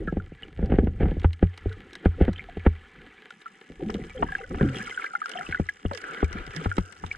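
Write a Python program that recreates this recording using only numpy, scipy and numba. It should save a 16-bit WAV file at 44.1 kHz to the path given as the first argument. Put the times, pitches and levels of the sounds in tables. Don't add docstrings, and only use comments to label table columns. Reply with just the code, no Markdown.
import sys
import numpy as np
from scipy import signal
from scipy.io import wavfile
from numba import njit

SR = 44100
rng = np.random.default_rng(int(sys.argv[2]) if len(sys.argv) > 2 else 0)


def field_ratio(decibels):
    return 10 ** (np.asarray(decibels, dtype=float) / 20)


def dump(signal):
    limited = np.clip(np.atleast_2d(signal).T, -1, 1)
    pcm = np.round(limited * 32767).astype(np.int16)
    wavfile.write(sys.argv[1], SR, pcm)


N = 316197


@njit
def svf(x, hz, width):
    y, band, low = np.empty(len(x)), 0., 0.
    g, k = np.tan(np.pi * hz / SR), width / hz
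    for i in range(len(x)):
        v = (band + g * (x[i] - low)) / (1 + g * (g + k))
        band, low, y[i] = 2 * v - band, low + 2 * g * v, k * v
    return y


@njit
def rings(n, s, hz, t60, size, rise, glide):
    y = np.zeros(n)
    for j in range(len(s)):
        start = int(s[j] * SR)
        for i in range(max(min(int(t60[j] * SR), n - start), 0)):
            t = i / SR
            swell = (1 - np.exp(-t / rise[j])) * np.exp(-np.log(1000) * t / t60[j])
            y[start + i] += size[j] * swell * np.sin(2 * np.pi * hz[j] * t * (1 + glide[j] * t / 2))
    return y


def unit(x):
    return x / np.sqrt(np.mean(x ** 2))


def curves(table):
    s, *columns = np.transpose(table)
    return [np.interp(np.arange(N) / SR, s, c) for c in columns]


def through(x, peaks):
    out = np.zeros(len(x))
    for k, (hz, width, db) in enumerate(peaks):
        once = svf(x, 1. * hz, 1.35 * width)
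        out += (-1) ** k * field_ratio(db) * svf(once, 1. * hz, 1.35 * width)
    return out


def loudness(chance, spread_db):
    return field_ratio(spread_db * np.minimum(-np.log(chance + 1e-9), 3))


def clicks(rate, spread_db):
    happens, chance = rng.random((2, N))
    sign = rng.choice([-1., 1.], N)
    return unit((happens < rate / SR) * loudness(chance, spread_db) * sign)


def grains(count, lo_hz, hi_hz, cycles, spread_db, glide):
    when, pitch, chance, length = rng.random((count, 4)).T
    hz = lo_hz * (hi_hz / lo_hz) ** pitch
    size = loudness(chance, spread_db)
    t60 = cycles * (.5 + length) / hz
    return unit(rings(N, when * N / SR, hz, t60, size, 0.5 / hz, glide * hz))


def flutter(depth):
    lowpass = signal.butter(4, 130., fs=SR, output="sos")
    return 1 + depth * unit(signal.sosfilt(lowpass, rng.standard_normal(N)))


def swells(s, hold, db, shape):
    rise, fall, bed_db = shape
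    late = np.arange(0, N, 64)[:, None] / SR - s
    level_db = db - rise * np.maximum(-late, 0) - fall * np.maximum(late - hold, 0)
    gain = np.sqrt(np.sum(field_ratio(level_db) ** 2, axis=1) + field_ratio(bed_db) ** 2)
    return np.interp(np.arange(N), np.arange(0, N, 64), gain)


# start in seconds, level in dB, then low ring and edge
# in dB relative to that level, and thud pitch in Hz.
KNOCKS = [(0.074, -17.5, -29, -38, 186), (0.123, -14, -28, -30, 187), (0.167, -12.5, -5.5, -25, 212),
          (0.318, -28.5, -23, -56, 164), (0.589, -19.5, -6, -20.5, 188), (0.625, -17, -22, -21, 200),
          (0.719, -5.5, -19.5, -21, 223), (0.737, -12.5, -10, -22, 166), (0.784, -3, -9.5, -21.5, 433),
          (0.831, -15.5, 4, -48, 169), (0.869, -13, -6.5, -19, 193), (1.005, -10.5, -4, -29, 198),
          (1.028, -11.5, 3.5, -18, 150), (1.053, -17.5, 2, -13.5, 177), (1.083, -23.5, 2, -16, 227),
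          (1.114, -16.5, -15, -28, 178), (1.166, -20, 7, -38, 190), (1.243, -9.5, 7, -10.5, 158),
          (1.425, -3.5, -2.5, -22, 198), (1.656, -15, 2, -46, 420), (2.055, -4, -1.5, -16, 202.6),
          (2.203, -17.5, -25, -25.5, 298), (2.209, -4, -5, -28, 196), (2.278, -9.5, -4, -20.5, 234),
          (2.286, -11.5, -24.5, -24.5, 209), (2.568, -19.5, -0.5, -20.5, 440),
          (2.662, -4, -1.5, -13.5, 220.7), (3.698, -29.5, -39, -31, 257), (3.895, -24.5, -21, -6, 424),
          (3.946, -15.5, -26, -41, 204), (4.223, -16, -32, -2.5, 287), (4.508, -35.5, -7, -1.5, 520),
          (4.543, -38.5, 14, 7.5, 284), (4.608, -11, -6, -16.5, 141), (4.63, -18, -37, -51, 195),
          (4.645, -23, 8, -42, 227), (5.487, -25, -1.5, -38, 170), (5.595, -10, -10.5, -21.5, 215),
          (5.849, -14, -2, -19, 210), (5.91, -26.5, -33, -1.5, 580), (6.226, -8.5, -3.5, -17.5, 422),
          (6.473, -30.5, -7, -19, 152), (6.656, -15, 2.5, -11, 204), (6.779, -9.5, -10, -12.5, 209),
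          (7.036, -28.5, 4.5, -0.5, 179)]


def stirred(below_db, shape, lag_s):
    s, db = np.transpose(KNOCKS)[:2]
    return swells(s + lag_s, 0, db + below_db, shape)


# pitch in Hz, level in dB, time to fall 60 dB in seconds, delay in seconds.
LOW_RING = [(85.6, -5.5, 0.22, 0.0065), (53, -8, 0.12, 0.003)]
# pitch in Hz, level in dB, 60 dB fall in seconds, delay in seconds.
SWAY = [(31.9, -20, 0.2, 0.016), (63.6, 19, 0.092, 0.004)]
# pitch in Hz, level in dB, 60 dB fall in seconds, delay in seconds.
THUD = [(177, -15, 0.09, 0.0053), (415.4, -22.5, 0.081, 0.00643), (507, -19.5, 0.03, 0.005955)]
# pitch in Hz, level in dB, 60 dB fall in seconds, delay in seconds.
EDGE = [(786, 0.86, 0.028, 0.0014)]
# centre in Hz, width in Hz, level in dB.
CRACK = [(1070, 292, 7), (1825, 920, -10.5), (3140, 970, -22)]


def knocks():
    s, db, ring_db, edge_db, hz = np.transpose(KNOCKS)
    one = np.ones(len(s))
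    sway_db = -21.5 + 0.44 * db
    out = rings(N, s + 0.005, hz, 19.4 / hz, field_ratio(db - 10.0), 0.42 / hz, -8.0 * one)
    out += rings(N, s + 0.00241, 485.0 * one, 0.019 * one, field_ratio(db + 5.5), 0.0016 * one, -137. * one)
    for modes, share_db in ((LOW_RING, ring_db), (SWAY, sway_db), (THUD, 0 * s), (EDGE, edge_db)):
        for mode_hz, mode_db, t60, lag in modes:
            detuned = mode_hz * (1 + 0.088 * rng.standard_normal(len(s)))
            size = field_ratio(db + share_db + mode_db)
            out += rings(N, s + lag, detuned, t60 * one, size, 0.39 / mode_hz * one, 0 * s)
    hits = np.zeros(N)
    hits[(s * SR).astype(int)] = field_ratio(db + edge_db + 18.0)
    t = np.arange(2000) / SR / 0.003
    burst = signal.fftconvolve(hits, t * np.exp(-t))[:N]
    return out + through(burst * rng.standard_normal(N), CRACK)


# centre in Hz, width in Hz, level in dB.
HOUSING = [(253, 110, -3), (421, 101, 9.5), (758.7, 67, 3.5), (1125, 600, 8.5), (1410, 1800, -0.5),
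           (1690, 63, 12.5), (1952, 57, 6), (2192, 267, 8), (2956, 930, -5), (3257, 89, -2.5)]
# start in seconds, level in dB, pitch in Hz, time to fall 60 dB in seconds.
BUBBLES = [(0.0736, -23.5, 1690, 0.075), (0.081, -22.5, 1350, 0.054), (0.432, -31, 2950, 0.024),
           (3.795, -29.5, 375, 0.084), (3.803, -35.5, 768, 0.056), (3.825, -23, 339, 0.072),
           (3.862, -24, 213.3, 0.16), (0.2, -32.5, 1410, 0.032), (1.701, -39, 445, 0.16),
           (1.714, -32.5, 1470, 0.033), (2.36, -32.5, 3110, 0.02), (2.3794, -34.5, 3140, 0.032),
           (2.394, -24.5, 2150, 0.023), (2.405, -34, 2300, 0.029), (2.6, -39, 2200, 0.033),
           (2.487, -34, 717, 0.044), (3.307, -32, 1430, 0.024), (3.4584, -23, 1358, 0.051),
           (4.0158, -40.5, 2034, 0.033), (4.178, -37.5, 3200, 0.033), (4.39, -37, 2710, 0.027),
           (4.287, -27, 1100, 0.044), (4.1032, -36, 2320, 0.051), (4.228, -14, 953, 0.045),
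           (4.2853, -30.5, 1630, 0.093), (4.3215, -24.5, 1670, 0.041), (4.3514, -14, 1627, 0.024),
           (4.404, -35, 480, 0.068), (4.32, -39.5, 776, 0.12), (4.384, -39, 796, .15),
           (4.4128, -27.5, 1460, 0.012), (4.434, -37, 2020, 0.046), (4.44, -33.5, 1510, 0.049),
           (4.6098, -22.5, 1690, 0.034), (4.613, -18.5, 142, 0.39), (4.628, -19, 288, 0.24),
           (4.63, -16, 219, 0.14), (4.803, -28, 1600, 0.042), (4.813, -24.5, 1710, 0.045),
           (4.923, -32.5, 1500, .03), (4.756, -28.5, 3270, 0.03), (4.776, -27.5, 2820, 0.023),
           (4.856, -34, 3160, 0.029), (4.945, -34, 3060, 0.023), (4.903, -33.5, 3120, 0.026),
           (4.91, -28.5, 2080, 0.041), (4.975, -19.5, 1510, 0.044), (4.996, -22.5, 1360, 0.037),
           (5.024, -29, 1600, 0.027), (5.021, -26, 2190, 0.028), (5.041, -19, 1600, 0.039),
           (5.0527, -23, 1620, 0.057), (5.062, -25.5, 2060, 0.045), (5.106, -32.5, 1430, 0.056),
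           (5.139, -33, 828, 0.098), (5.1514, -15, 1410, 0.037), (5.157, -28, 2090, 0.039),
           (5.2165, -19, 1253, 0.036), (5.239, -30, 1600, 0.061), (5.257, -21, 1380, 0.041),
           (5.336, -33.5, 3120, 0.021), (5.134, -29, 1314, 0.064), (5.226, -30, 1670, 0.026),
           (5.297, -37, 1560, 0.034), (5.3732, -25, 3140, 0.027), (5.387, -27.5, 1810, 0.019),
           (5.42, -32, 2030, .018), (5.524, -22, 2210, .016), (5.572, -29.5, 2020, 0.039),
           (5.41, -21.5, 1410, 0.014), (5.464, -30.5, 2640, 0.031), (5.525, -20.5, 1540, 0.04),
           (5.546, -13, 1487, 0.04), (5.688, -14, 1690, 0.035), (5.8605, -30.5, 2910, 0.02),
           (6.04, -21.5, 1600, 0.015), (6.204, -27, 1490, 0.025), (6.2445, -30, 2280, 0.035),
           (6.351, -30, 205, 0.068), (6.562, -29, 165.3, 0.27), (6.715, -16, 1440, 0.036),
           (7.1133, -19, 2290, 0.028), (7.149, -29.5, 1520, 0.019)]


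def bubbles():
    s, db, hz, t60 = np.transpose(BUBBLES)
    glide = -0.89 + 0 * s
    rise = 0.059 * t60
    detune = 1 + 0.085 * rng.standard_normal(len(s))
    pinch = np.zeros(N)
    pinch[(s * SR).astype(int)] = field_ratio(db + 1.5)
    tick = through(pinch, HOUSING[2:])
    ring = flutter(0.17) * rings(N, s, hz, t60, field_ratio(db + 2.5), rise, glide)
    neighbour = rings(N, s, hz * detune, 0.48 * t60, field_ratio(db + 4.5), rise, glide)
    return tick + ring + neighbour


# start in seconds, level in dB, pitch in Hz,
# share of the pitch gained per second, time to fall 60 dB in seconds.
SLIDERS = [(.829, -14, 263, -12.5, 0.1), (4.148, -28, 531, -2, 0.16), (4.19, -26.5, 450, -3.5, 0.14),
           (4.425, -33, 400, 14, 0.1), (5.351, -25.5, 683, 5, .1), (5.387, -29.5, 688, 4, 0.13),
           (5.915, -25, 612, -5.5, 0.16)]


def sliders():
    s, db, hz, glide, t60 = np.transpose(SLIDERS)
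    return flutter(0.3) * rings(N, s, hz, t60, field_ratio(db), 0.034 * t60, glide)


# start of the full level in seconds, hold in seconds,
# gurgle level in dB, slosh level in dB.
SURGES = [(0.0, 0.0053, -29, -31.5), (0.16, 0.037, -41.5, -39), (0.435, 0.046, -41.5, -51),
          (0.622, 0.22, -28.5, -26.5), (1.01, 0.05, -23.5, -24.5), (1.66, 0.011, -72, -40),
          (1.775, 0.57, -48.5, -61.5), (2.19, 0.038, -34, -38), (2.384, 0.37, -53, -48.5),
          (2.975, 0.082, -47.5, -58.5), (3.716, 0.0083, -43.5, -78), (3.827, 0.18, -31, -42),
          (4.19, 0.076, -32.5, -39), (4.517, 0.033, -27.5, -37), (4.616, 0.013, -23, -48),
          (4.736, 0.065, -35, -54.5), (5.354, 0.052, -44.5, -68), (5.5, 0.017, -44, -47),
          (6.043, 0.38, -47.5, -66), (6.355, 0.01, -34.5, -36), (6.562, 0.068, -36.5, -59),
          (7.015, 0.18, -49.5, -50)]
# swell in dB per second, fade in dB per second, still-water level in dB.
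GURGLE_SHAPE = (780, 195, -60)
# swell in dB per second, fade in dB per second, still-water level in dB.
SLOSH_SHAPE = (276, 95, -82)
# swell in dB per second, fade in dB per second, steady level in dB.
KNOCK_GURGLE_SHAPE = (860, 1000, -99)
# swell in dB per second, fade in dB per second, steady level in dB.
KNOCK_SLOSH_SHAPE = (2100, 720, -99)


def water():
    s, hold, gurgle_db, slosh_db = np.transpose(SURGES)
    slosh = svf(svf(rng.standard_normal(N), 35.0, 64.0), 46.0, 71.0)
    gurgle = grains(count=1500, lo_hz=141.1, hi_hz=506.0, cycles=12.5, spread_db=4.0, glide=0.031)
    rumble = through(rng.standard_normal(N), [(166, 140, 2.0), (320, 750, -3.0), (480, 160, 6.0)])
    band = signal.butter(3, [115., 560.], "band", fs=SR, output="sos")
    lumps = signal.sosfilt(band, 0.62 * gurgle + 0.16 * unit(rumble))
    lumps += 0.066 * unit(through(clicks(98.0, 3.6), HOUSING[2:3]))
    slosh_stir = stirred(-22, KNOCK_SLOSH_SHAPE, lag_s=0.016)
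    gurgle_stir = stirred(-19.5, KNOCK_GURGLE_SHAPE, lag_s=0.0089)
    slosh_gain = np.hypot(swells(s, hold, slosh_db, SLOSH_SHAPE), slosh_stir)
    gurgle_gain = np.hypot(swells(s, hold, gurgle_db, GURGLE_SHAPE), gurgle_stir)
    return slosh_gain * unit(slosh) + gurgle_gain * lumps


# start of the full level in seconds, hold in seconds, level in dB.
RUBS = [(0.579, 0.1, -49), (0.698, 0.069, -39), (1.004, 0.034, -32), (1.05, 0.074, -43.5),
        (1.224, 0.01, -46), (2.043, 0.0083, -39), (2.204, 0.051, -34.5), (2.274, 0.012, -41),
        (2.654, .018, -31.5)]
# swell in dB per second, fade in dB per second, steady level in dB.
RUB_SHAPE = (3800, 3600, -99)
# centre in Hz, width in Hz, level in dB.
RUB_COLOUR = [(409, 250, 10), (930, 630, -4), (1600, 530, -0.5), (2700, 990, -15.5)]


def rubs():
    s, hold, db = np.transpose(RUBS)
    scrape = through(clicks(1800.0, 2.2) + 1.2 * rng.standard_normal(N), RUB_COLOUR)
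    return swells(s, hold, db, RUB_SHAPE) * unit(scrape)


# start of the full level in seconds, hold in seconds, level in dB.
RUSHES = [(4.605, 0.037, -39), (4.863, 0.19, -50), (5.293, 0.13, -44), (6.042, 0.12, -39.5),
          (6.31, 0.15, -45), (6.553, 0.34, -50)]
# swell in dB per second, fade in dB per second, steady level in dB.
RUSH_SHAPE = (520, 85, -99)
# centre in Hz, width in Hz, level in dB.
RUSH_COLOUR = [(427, 250, 2.5), (1385, 210, 9), (1600, 120, 6.5), (2180, 260, -8.5), (2950, 330, -28)]


def rushes():
    s, hold, db = np.transpose(RUSHES)
    noise = rng.standard_normal(N) + 0.54 * rng.standard_normal((2, N))
    coloured = np.array([through(p, RUSH_COLOUR) for p in noise])
    return swells(s, hold, db, RUSH_SHAPE) * unit(coloured)


# centre in Hz, width in Hz, level in dB.
CRACKLE = [(2850, 395, 3.5), (4060, 6600, -18), (5030, 210, 2), (5910, 1100, -6), (7900, 2260, -6.5),
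           (9800, 2300, -40.5), (13000, 3000, -55.5)]
# start in seconds, level in dB, ring pitch in Hz.
SNAPS = [(0.6588, -46, 4540), (0.8453, -47.5, 3880), (1.197, -44, 3870), (1.2333, -42, 3800),
         (1.331, -35.5, 4060), (1.5756, -35, 4140), (1.694, -42.5, 3860), (1.727, -38, 3880),
         (1.9316, -39, 3930), (1.9531, -36.5, 3750), (2.3305, -39.5, 4000), (3.305, -38.5, 3670),
         (3.4182, -43, 3870), (3.9018, -34.5, 5200), (3.9414, -29.5, 3780), (4.3213, -43, 7850),
         (4.785, -29.5, 5450), (4.863, -41, 7860), (5.06, -37, 4180), (5.2033, -44, 7200),
         (5.2585, -34, 5340), (5.294, -32.5, 9000), (5.316, -32.5, 5600), (5.3924, -37, 8100),
         (5.518, -40, 4100), (5.667, -45, 5800), (5.693, -34, 7900), (5.934, -38, 4430),
         (5.9485, -28, 5000), (5.9745, -31, 5130), (6.0152, -37.5, 4600), (6.2446, -37.5, 7600),
         (6.3283, -36.5, 6070), (6.4652, -35.5, 5000), (6.5631, -29.5, 4970), (6.7676, -33.5, 7400),
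         (6.782, -34.5, 4030), (6.924, -40, 7900), (7.0637, -37, 3600), (7.1263, -36, 5430)]


def snaps():
    s, db, hz = np.transpose(SNAPS)
    pan_db = 20.9 * np.tanh(rng.standard_normal(len(s)))
    pans = field_ratio(np.array([pan_db, -pan_db]) / 2)
    hits = np.zeros((2, N))
    hits[:, (s * SR).astype(int)] = field_ratio(db - 4.5) * pans
    decay = np.exp(-np.arange(800) / SR / 0.0039)
    burst = signal.fftconvolve(hits, decay[None])[:, :N]
    sputter = burst * (rng.standard_normal(N) + 0.45 * rng.standard_normal((2, N)))
    coloured = [through(p, CRACKLE) + 1.76 * through(p, HOUSING[4:]) for p in sputter]
    ring = [rings(N, s, hz, 24 / hz, field_ratio(db + 3.0) * p, 1.5 / hz, 0 * s) for p in pans]
    return np.array(coloured) + ring


# start of the full level in seconds, hold in seconds,
# wash level in dB, crackle level in dB.
CLOUDS = [(0, 0.049, -59, -71), (0.44, 0.004, -52.5, -82), (1.043, 0.12, -57, -76),
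          (1.228, 0.0077, -54.5, -73), (1.542, 1.746, -55, -72.5), (2.243, 0.012, -52, -82.5),
          (2.598, 0.018, -61, -100), (3.405, 0.31, -60, -66.5), (3.893, 0.41, -54.5, -60),
          (4.355, 0.018, -48.5, -59.5), (4.546, 0.31, -52.5, -57.5), (4.761, 0.14, -46, -51.5),
          (5.017, 0.016, -44.5, -57.5), (5.303, 0.17, -54, -54.5), (5.53, 0.008, -49, -72),
          (5.67, 0.032, -65, -60.5), (5.964, 0.012, -59, -54), (6.063, 0.15, -46.5, -57.5),
          (6.367, 0.046, -44.5, -66), (6.552, 0.1, -46.5, -53.5), (6.766, 0.1, -73, -57.5),
          (7.06, 0.14, -53.5, -57.5)]
# swell in dB per second, fade in dB per second, steady level in dB.
WASH_SHAPE = (132, 234, -61.5)
# swell in dB per second, fade in dB per second, steady level in dB.
CRACKLE_SHAPE = (95, 44, -73)
# swell in dB per second, fade in dB per second, steady level in dB.
KNOCK_WASH_SHAPE = (570, 570, -99)
# time in seconds, share (a plain gain).
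SWARM = [(4.1, 0.46), (4.3, 0.91), (5.5, 0.86), (5.7, 0.87), (7.2, 0.43)]


def fizz():
    s, hold, wash_db, crackle_db = np.transpose(CLOUDS)
    wash_stir = stirred(-43.5, KNOCK_WASH_SHAPE, lag_s=0.0037)
    wash_gain = np.hypot(swells(s, hold, wash_db, WASH_SHAPE), wash_stir)
    crackle_gain = swells(s, hold, crackle_db, CRACKLE_SHAPE)
    swarm = grains(count=4000, lo_hz=1119.0, hi_hz=3420.0, cycles=35.0, spread_db=6.5, glide=0.00057)
    shared = curves(SWARM)[0] * swarm + rng.standard_normal(N) + 1.47 * clicks(200., 10.9)
    lower, upper = clicks(260.0, 8.5), clicks(250.0, 4.5)
    no_bass = signal.butter(3, 110., "high", fs=SR, output="sos")
    out = []
    for _ in range(2):
        wash = through(shared + 1.05 * rng.standard_normal(N), HOUSING)
        wash = signal.sosfilt(no_bass, wash)
        own = 0.8 * clicks(230.0, 9.6) + 0.11 * rng.standard_normal(N)
        crackle = through(lower + .5 * upper + own, CRACKLE[:4]) + through(upper + own, CRACKLE[4:])
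        ticks = grains(count=900, lo_hz=3520.0, hi_hz=10460.0, cycles=47.0, spread_db=4.0, glide=0.00091)
        crackle = unit(crackle) + 0.44 * ticks
        out.append(field_ratio(4.5) * wash_gain * unit(wash) + field_ratio(-3.0) * crackle_gain * unit(crackle))
    return np.array(out)


def scene():
    return knocks() + water() + bubbles() + sliders() + snaps() + fizz() + rubs() + rushes()


# centre in Hz, width in Hz, depth from 0 to 1.
WEAK_BANDS = [(602, 91, 0.74), (2524, 150, 0.3)]


def weakened_bands(pair):
    for hz, width, depth in WEAK_BANDS:
        pair = pair - depth * np.array([svf(p, 1. * hz, 1. * width) for p in pair])
    return pair


# centre in Hz, width in Hz.
PORTS = [(1150, 740), (5400, 2600)]


def left_port(left):
    for hz, width in PORTS:
        left = left - 2 * svf(left, 1. * hz, 1. * width)
    return left + 0.81 * svf(left, 704.0, 260.0)


# time in seconds, width from 0 to 1, bass lean to the left from 0 to 1.
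WIDTH = [(0, 0.01, 0), (3.2, 0, 0), (3.4, 0.55, 0.04), (5.3, 1, 0.03), (5.5, 1, 0.35), (7.2, 0.97, 0.34)]


def stereo_image(left, right):
    width, lean = curves(WIDTH)
    mid = (left + right) / 2
    highpass = signal.butter(2, 520., "high", fs=SR, output="sos")
    lowpass = signal.butter(1, 90., fs=SR, output="sos")
    side = width * signal.sosfiltfilt(highpass, left - mid)
    side += lean * signal.sosfilt(lowpass, mid)
    return np.array([mid + side, mid - side])


def top_cut(x):
    return signal.sosfilt(signal.butter(12, 15600, fs=SR, output="sos"), x)


def record(dry):
    left, right = weakened_bands(dry)
    mix = stereo_image(left_port(left), right)
    return top_cut(mix)


dry = scene()
out = record(dry)
dump(out)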